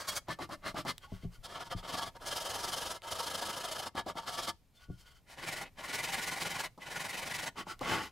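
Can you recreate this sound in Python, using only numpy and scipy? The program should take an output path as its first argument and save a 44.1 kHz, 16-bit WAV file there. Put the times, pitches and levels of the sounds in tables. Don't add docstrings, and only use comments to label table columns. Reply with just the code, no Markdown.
import sys
import numpy as np
from scipy import signal
from scipy.fft import irfft
from scipy.io import wavfile

SR = 44100
rng = np.random.default_rng(int(sys.argv[2]) if len(sys.argv) > 2 else 0)


def persist_wave(psi):
    counts = np.round(np.clip(psi, -1, 1) * 32767).astype(np.int16)
    wavfile.write(sys.argv[1], SR, np.atleast_2d(counts).T)


N = 357651
TAPS = 4096
HZ = np.fft.rfftfreq(TAPS, 1 / SR)
T = np.arange(N) / SR


def amp(db):
    return 10 ** (np.asarray(db) / 20)


def unit(x):
    return x / np.sqrt(np.mean(x ** 2) + 1e-20)


def read(points, hz):
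    point_hz, value = np.transpose(points)
    return np.interp(np.log(hz + 1), np.log(point_hz), value)


def add(mix, start_s, sound):
    part = mix[max(round(start_s * SR), 0):][:len(sound)]
    part += sound[:len(part)]


def colour(x, gain):
    log_gain = np.log(np.maximum(gain, 1e-5))
    circle = np.r_[log_gain, log_gain[-2:0:-1]]
    minimum_phase = np.exp(np.conj(signal.hilbert(circle)))
    response = irfft(minimum_phase[:len(HZ)])
    return signal.oaconvolve(x, response)[:len(x)]


def in_band(gain, lo, hi):
    band = (HZ > lo) & (HZ < hi)
    return gain / np.sqrt(np.mean(gain ** 2 * band))


def wander(rate):
    knots = rng.standard_normal(N // 16)
    return unit(np.interp(T * rate, np.arange(len(knots)), knots))


# start_s, hold
WORK = [(0, "first edge"), (.24, "loose wipe"), (.97, "fingers"), (1.42, "firm wipe"),
        (2.12, "second edge"), (3.92, "firm wipe"), (4.6, "fingers"), (5.26, "third edge"),
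        (7.53, "corner wipe")]
# freq_hz, side_minus_mid_db
WIDTH = [(40, -7), (150, -10), (500, -14), (1000, -13.5), (2000, -12), (5000, -12.5), (9000, -13),
         (12500, -5.5), (16000, -5)]


def sanding(board_trim_db=-3.5, hiss_trim_db=-3.0, split_hz=3100, chatter_db=0.04, catch_db=0.58,
            board_span=0.95, hiss_span=0.85, hiss_lag=0.15):
    grip = unit(amp(chatter_db * wander(270) + catch_db * wander(90)))
    on_wood = grit(per_s=10000, spread_db=1.85)
    on_paper = grit(per_s=28000, spread_db=1.4)
    wood_share = 1 / (1 + (HZ / split_hz) ** 4)
    widths = [1, amp(read(WIDTH, HZ))]
    out = np.zeros((2, N))
    for middle, length, board_db, hiss_db in strokes():
        hold = [name for start, name in WORK if start <= middle][-1]
        centre = round(middle * SR)
        span = slice(max(centre - TAPS, 0), centre + 2 * TAPS)
        lag = hiss_lag * length * (hold == "loose wipe")
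        board_power = stroke_power(T[span], middle, length * board_span)
        hiss_power = stroke_power(T[span], middle + lag, length * hiss_span)
        board = amp(board_db + board_trim_db) * grip[span] * np.sqrt(board_power)
        hiss = amp(hiss_db + hiss_trim_db) * grip[span] * np.sqrt(hiss_power)
        gain = stroke_colour(hold)
        wood = in_band(gain * np.sqrt(wood_share), 400, 2400)
        paper = in_band(gain * np.sqrt(1 - wood_share), 4000, 14000)
        for channel, width in enumerate(widths):
            fresh = (rng.integers(N) + np.arange(len(board))) % N
            out[channel, span] += colour(on_wood[fresh] * board, wood * width)
            out[channel, span] += colour(on_paper[fresh] * hiss, paper * width)
    return out


# first_stroke_s, last_stroke_s, strokes_per_s, quickening_share, board_db, hiss_db,
# board_accent_db, hiss_accent_db, lean_in_s, last_stroke_db
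SCRUBS = [(.055, 0.17, 26, -.05, -39.5, -38, -1, -2.5, 0.0053, -1),
          (1.853, 2.073, 22.3, 0.0083, -36.5, -41.5, 1.7, 0.2, 0.074, -3.5),
          (2.232, 2.956, 22, .035, -37.5, -39, -1, -1, .04, -4),
          (3.046, 3.87, 26.8, 0.032, -38, -41, 1.5, 1.4, 0.057, -0.5),
          (4.236, 4.489, 20, .05, -38.5, -41.5, -3.5, -1, 0.0077, 0.5),
          (5.395, 5.664, 22.4, .03, -37, -42, 0.5, 1.2, 0.076, -13.5),
          (5.802, 6.649, 21.2, 0.049, -36.5, -40, -0.1, -1.2, .14, 0),
          (6.829, 7.475, 23.2, .09, -38.1, -42.5, -1.2, 0.3, 0.15, 2)]
# middle_s, length_s, board_db, hiss_db
WIPES = [(0.013, 0.03, -41.5, -45.5), (0.312, 0.033, -38, -45.5), (.424, 0.035, -38.5, -48),
         (.527, 0.031, -40.5, -49), (0.675, 0.043, -36, -45.5), (0.786, 0.036, -35.5, -44),
         (0.89, 0.033, -35, -39.5), (1.454, .022, -47, -46), (1.529, 0.068, -46, -55),
         (1.567, 0.026, -39, -53), (1.615, 0.026, -37.5, -48.5), (1.664, 0.032, -50.5, -55.5),
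         (1.722, .022, -37, -45.5), (1.788, 0.03, -48, -52), (2.164, 0.016, -45, -58.5),
         (3.987, 0.031, -33, -44.5), (4.094, 0.03, -35.5, -48), (4.185, 0.029, -37, -48.5),
         (5.32, 0.05, -53, -56.5), (7.598, 0.036, -38, -47.5), (7.707, 0.04, -40.5, -47.5),
         (7.848, 0.048, -41.5, -51), (7.921, 0.086, -30, -41.5), (7.975, 0.085, -36, -50),
         (8.035, 0.061, -48, -48)]
# middle_s, length_s, board_db, hiss_db
SLIDES = [(1.041, 0.032, -54, -63), (1.149, 0.071, -60, -65), (1.235, 0.04, -61.5, -67.5),
          (1.345, 0.036, -60, -62.5), (4.769, 0.036, -75, -69), (4.829, 0.043, -61, -66),
          (4.934, 0.06, -76, -72), (5.008, 0.044, -67, -62.5), (5.077, 0.034, -61, -64),
          (5.118, 0.025, -65.5, -66.5), (5.166, 0.038, -67, -68.5)]


def strokes():
    scrubbing = [stroke for bout in SCRUBS for stroke in scrub(*bout)]
    return scrubbing + WIPES + SLIDES


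LIGHT_TOUCH_DB = -7.5
SAG_DB_PER_S = 1
UNEVEN_DB = 0.77
HISS_FOLLOWS = 1.87
STROKE_SHARE = .61
SHORTER_PER_DB = .03
SLOWEST_DB = -3


def scrub(first, last, per_s, quickening, board_db, hiss_db, board_accent_db, hiss_accent_db, lean_s, last_db):
    k = np.arange(round((last - first) * per_s) + 1)
    u, direction = k / k[-1], (-1.) ** k
    middle = first + (last - first) * (u + quickening * u * (1 - u))
    leaning = np.clip((first + lean_s - middle) / max(lean_s, 1e-6), 0, 1)
    press_db = LIGHT_TOUCH_DB * leaning
    press_db = press_db - SAG_DB_PER_S * (middle - middle.mean())
    press_db = press_db + last_db * (k == k[-1])
    press_db = press_db + UNEVEN_DB * rng.standard_normal(len(k))
    effort_db = press_db + board_accent_db * direction
    shortening = 1 - SHORTER_PER_DB * np.maximum(effort_db, SLOWEST_DB)
    length = STROKE_SHARE * np.gradient(middle) * shortening
    stroke_hiss_db = hiss_db + HISS_FOLLOWS * press_db + hiss_accent_db * direction
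    return zip(middle, length, board_db + effort_db, stroke_hiss_db)


def stroke_power(t, middle, length):
    u = (t - middle) / length * 2
    return 2 ** (-abs(u) ** 2.2) + .003 * np.exp(-abs(u - .6) * 1.3)


def grit(per_s, spread_db):
    size = amp(spread_db * np.minimum(rng.exponential(1, N), 5))
    hit = rng.random(N) < per_s / SR
    return unit(size * rng.standard_normal(N) * hit)


# freq_hz, width_hz, lift_db
FIRST_EDGE = [(70, -10), (160, -12.5), (330, -15), (650, -10), (1300, -5), (2500, -15.5), (5000, -8.5),
              (10500, -15), (15500, -23)]
FIRST_EDGE_MODES = [(586, 100, 7.7), (2170, 48, 11), (3270, 51, 12), (4600, 200, 6.6), (6300, 48, 5.5)]
LOOSE_WIPE = [(70, -7.5), (160, -8), (330, -18), (650, -13), (1300, -4.5), (2500, -18), (5000, -22),
              (10500, -26), (15500, -37)]
LOOSE_WIPE_MODES = [(300, 114, 14.4), (603, 150, 11.3), (1158, 58, 9.2), (1770, 47, 6.6), (2105, 84, 12.2),
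                    (3129, 770, 6.5), (4110, 750, 6.8), (5080, 980, 6.9)]
FINGERS = [(70, 6), (160, -36), (330, -20), (650, -15), (1300, -17), (2500, -19), (5000, -15), (10500, -21),
           (15500, -27)]
FINGERS_MODES = [(1117, 60, 9.4), (1434, 130, 11.5), (2090, 270, 7.3), (2880, 68, 6.5), (3140, 230, 13),
                 (4450, 300, 6.6), (5130, 66, 5.2)]
FIRM_WIPE = [(70, -11.5), (160, -12.5), (330, -13.5), (650, -9.5), (1300, -20.5), (2500, -24.5),
             (5000, -19), (10500, -24), (15500, -35)]
FIRM_WIPE_MODES = [(702, 120, 8.9), (929, 70, 12.1), (1138, 115, 10.2), (1334, 296, 14.2), (1700, 84, 13.9),
                   (2133, 450, 9.3), (3150, 540, 12.5), (3620, 720, 4.5), (4320, 500, 4.6),
                   (5060, 850, 5.9)]
SECOND_EDGE = [(70, -11.5), (160, -16.5), (330, -14), (650, -3.5), (1300, -14.5), (2500, -22.5),
               (5000, -25), (10500, -24), (15500, -37)]
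SECOND_EDGE_MODES = [(943, 38, 11), (1163, 80, 6.0), (1322, 164, 10), (1672, 120, 10.3), (2064, 28, 9.6),
                     (3090, 510, 12.7), (3730, 460, 4.4), (4260, 420, 4.9), (5080, 970, 9),
                     (6370, 740, 3.3)]
THIRD_EDGE = [(70, -11), (160, -3.5), (330, -9), (650, -3.5), (1300, -19.5), (2500, -14), (5000, -9.5),
              (10500, -14.5), (15500, -25)]
THIRD_EDGE_MODES = [(788, 41, 9.5), (924, 110, 4.5), (1095, 330, 12), (1432, 157, 13.4), (1687, 120, 9.2),
                    (1940, 470, 12.8), (2280, 630, 9.2), (2584, 89, 5.2), (3015, 295, 8.6),
                    (3890, 820, 4.6)]
CORNER_WIPE = [(70, -12), (160, -10.5), (330, -5), (650, -17.5), (1300, -21), (2500, -14), (5000, -17.5),
               (10500, -27), (15500, -35)]
CORNER_WIPE_MODES = [(710, 92, 5.7), (847, 144, 15.7), (1107, 98, 15.3), (1397, 380, 16), (2020, 420, 10.2),
                     (3040, 350, 7.3), (5000, 325, 3.3)]
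HOLDS = {"first edge": (FIRST_EDGE, FIRST_EDGE_MODES), "loose wipe": (LOOSE_WIPE, LOOSE_WIPE_MODES),
         "fingers": (FINGERS, FINGERS_MODES), "firm wipe": (FIRM_WIPE, FIRM_WIPE_MODES),
         "second edge": (SECOND_EDGE, SECOND_EDGE_MODES), "third edge": (THIRD_EDGE, THIRD_EDGE_MODES),
         "corner wipe": (CORNER_WIPE, CORNER_WIPE_MODES)}
# freq_hz, width_hz, lift_db
TABLE_LIFT = [(104, 66, 4.5), (184, 23, 3), (265, 15, 4)]


def stroke_colour(hold, mode_swing=0.13, shift=0.02, ripple_db=1.75, ripple_hz=80, low_hz=42):
    spectrum, modes = HOLDS[hold]
    lift_db = 0
    for hz, width, db in [*modes, *TABLE_LIFT]:
        peak_db = db * (1 + mode_swing * rng.standard_normal())
        peak_hz = hz * (1 + shift * rng.uniform(-0.87, 1))
        lift_db = lift_db + peak_db / (1 + (2 * (HZ - peak_hz) / width) ** 2)
    knots = rng.standard_normal(len(HZ))
    ripple = ripple_db * np.interp(HZ / ripple_hz, np.arange(len(knots)), knots)
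    low_cut = HZ ** 2 / (HZ ** 2 + low_hz ** 2)
    return amp(read(spectrum, HZ) + lift_db + ripple) * low_cut


# middle_s, length_s, pitch_hz, peak_db
RINGS = [(1.043, 0.015, 1104, -50.5), (1.088, 0.033, 840, -58), (1.714, 0.011, 528, -45),
         (1.722, 0.0071, 1207, -39), (1.717, 0.016, 3164, -44), (4.762, 0.026, 3530, -63),
         (4.833, 0.041, 1460, -60), (4.918, 0.04, 1440, -62), (5.071, 0.12, 1460, -66),
         (8.052, 0.042, 1070, -51)]


def rings(width_hz=40):
    out, t = np.zeros(N), T[:SR // 4]
    for middle, length, hz, db in RINGS:
        ring = rng.standard_normal(len(t)) * np.sqrt(stroke_power(t, t.mean(), length))
        for bandwidth in (width_hz, 2 * width_hz):
            ring = signal.lfilter(*signal.iirpeak(hz, hz / bandwidth, SR), ring)
        add(out, middle - t.mean(), amp(db) * ring / abs(ring).max())
    return out


# start_s, level_db
LANDINGS = [(.284, -27), (.388, -30), (.491, -33), (.744, -28.5), (.761, -36), (.85, -28.5), (3.95, -29.5),
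            (4.063, -26.5), (4.154, -32), (6.777, -38), (7.557, -40), (7.668, -32), (7.811, -24.5)]
# freq_hz, level_db
LANDING_COLOUR = [(60, -12), (200, 11), (450, 1), (750, 11.5), (1250, 1.5), (1800, -39), (4000, -15.5),
                  (15000, -31)]
# start_s, peak_db
SNAPS = [(.68, -32), (.981, -31.5), (3.02, -37), (3.955, -36), (5.301, -46), (7.793, -39)]
# freq_hz, level_db
SNAP_COLOUR = [(150, -24), (600, -3), (1500, -2), (4000, 0), (5500, -8), (9000, -7), (16000, -14)]


def taps(rows, spectrum, fall_s, gain_db):
    out, t = np.zeros(N), T[:TAPS]
    for start, db in rows:
        noise = rng.standard_normal(TAPS) * np.exp(-t / fall_s)
        burst = colour(noise, amp(read(spectrum, HZ)))
        add(out, start, amp(db + gain_db) * burst / abs(burst).max())
    return out


# start_s, level_db, contact_s
BUMPS = [(1.119, -28, 0.0015), (1.149, -45, 0.0089), (1.231, -33, 0.0039), (1.245, -27.5, 0.0024),
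         (1.26, -38, 0.023), (1.377, -39.5, 0.02), (1.745, -28, 0.0047), (1.776, -46, 0.031),
         (4.884, -31.5, 0.008), (4.898, -29.5, 0.002), (4.929, -42, 0.0053), (7.813, -39, 0.0014)]
# freq_hz, level_db, t60_s
TABLE_MODES = [(33.8, -6.5, 0.25), (61.6, -8.5, 0.15), (91, -2, 0.11), (124.2, 2, 0.14), (179.6, -1, 0.18),
               (270, 0.5, 0.074), (375, -3, 0.084), (480, 1.5, 0.035), (696, -1.5, 0.08), (1130, -4, 0.08)]


def bumps(gain_db=-2.5):
    out, t = np.zeros(N), T[:SR // 2]
    for start, db, contact in BUMPS:
        ring = np.zeros(len(t))
        for k, (hz, mode_db, t60) in enumerate(TABLE_MODES):
            swing = (-1) ** k
            bump_hz = hz * rng.uniform(0.842, 1.042)
            ring += swing * amp(mode_db - 60 * t / t60) * np.sin(2 * np.pi * bump_hz * t)
        u = t / (contact / 4)
        push = u * np.exp(-u)
        thud = signal.fftconvolve(ring, push)[:len(t)]
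        add(out, start, amp(db + gain_db) * thud / abs(thud).max())
    return out


def scatter(t60):
    hz, t, z = signal.stft(rng.standard_normal(SR // 2), SR, nperseg=128)
    decay = amp(-60 * t / read(t60, hz)[:, None])
    tail = signal.istft(z * decay, SR, nperseg=128)[1]
    tail = np.r_[np.zeros(SR // 1000), tail]
    return tail / np.linalg.norm(tail)


def echo(x, t60):
    return signal.oaconvolve(x, scatter(t60))[:N]


# freq_hz, relative level_db per Hz
ROOM_TONE = [(12, -33), (20, 6.5), (65, -2.5), (113, -2), (357, -18.5), (738, -19), (873, -22),
             (1530, -28.5), (2390, -26), (2910, -30), (4300, -30.5), (8650, -34.5), (14300, -34),
             (16000, -45)]
ROOM_TONE_DB = -65


def room_tone(swell_db=-3.0):
    gain = amp(read(ROOM_TONE, HZ))
    shared, left, right = (unit(colour(rng.standard_normal(N), gain)) for _ in range(3))
    level = amp(ROOM_TONE_DB + swell_db * wander(1.67))
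    return level * unit(shared + .5 * np.array([left, right]))


# freq_hz, t60_s
ROOM_T60 = [(100, 0.43), (500, 0.067), (2000, 0.25), (8000, 0.35), (16000, 0.077)]
# freq_hz, left_minus_right_db
LEAN = [(30, 2), (70, 6.5), (150, 1.5), (500, 1.5), (1000, 0.5), (4000, 0.5), (12000, -0.9)]


def scene(near_db=-16, near_t60=0.083, room_db=-26, bump_side_db=-10):
    near = [(1, near_t60)]
    rubbing, side = sanding()
    landings = taps(LANDINGS, LANDING_COLOUR, fall_s=0.013, gain_db=-4.5)
    snaps = taps(SNAPS, SNAP_COLOUR, fall_s=.0005, gain_db=0)
    knocks = bumps() + landings
    direct = rubbing + knocks + rings() + snaps
    mid = direct + amp(near_db) * echo(direct, near)
    side = side + amp(bump_side_db) * echo(knocks, near)
    ears = []
    for sign in (1, -1):
        close = colour(mid + sign * side, amp(sign * read(LEAN, HZ) / 2))
        ears.append(close + amp(room_db) * echo(direct, ROOM_T60))
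    return np.array(ears) + room_tone()


EDGE_HZ = 15850


def record(dry):
    low_pass = signal.firwin(511, EDGE_HZ, window=("kaiser", 9), fs=SR)
    return signal.oaconvolve(dry, low_pass[None], "same")


dry = scene()
out = record(dry)
persist_wave(out)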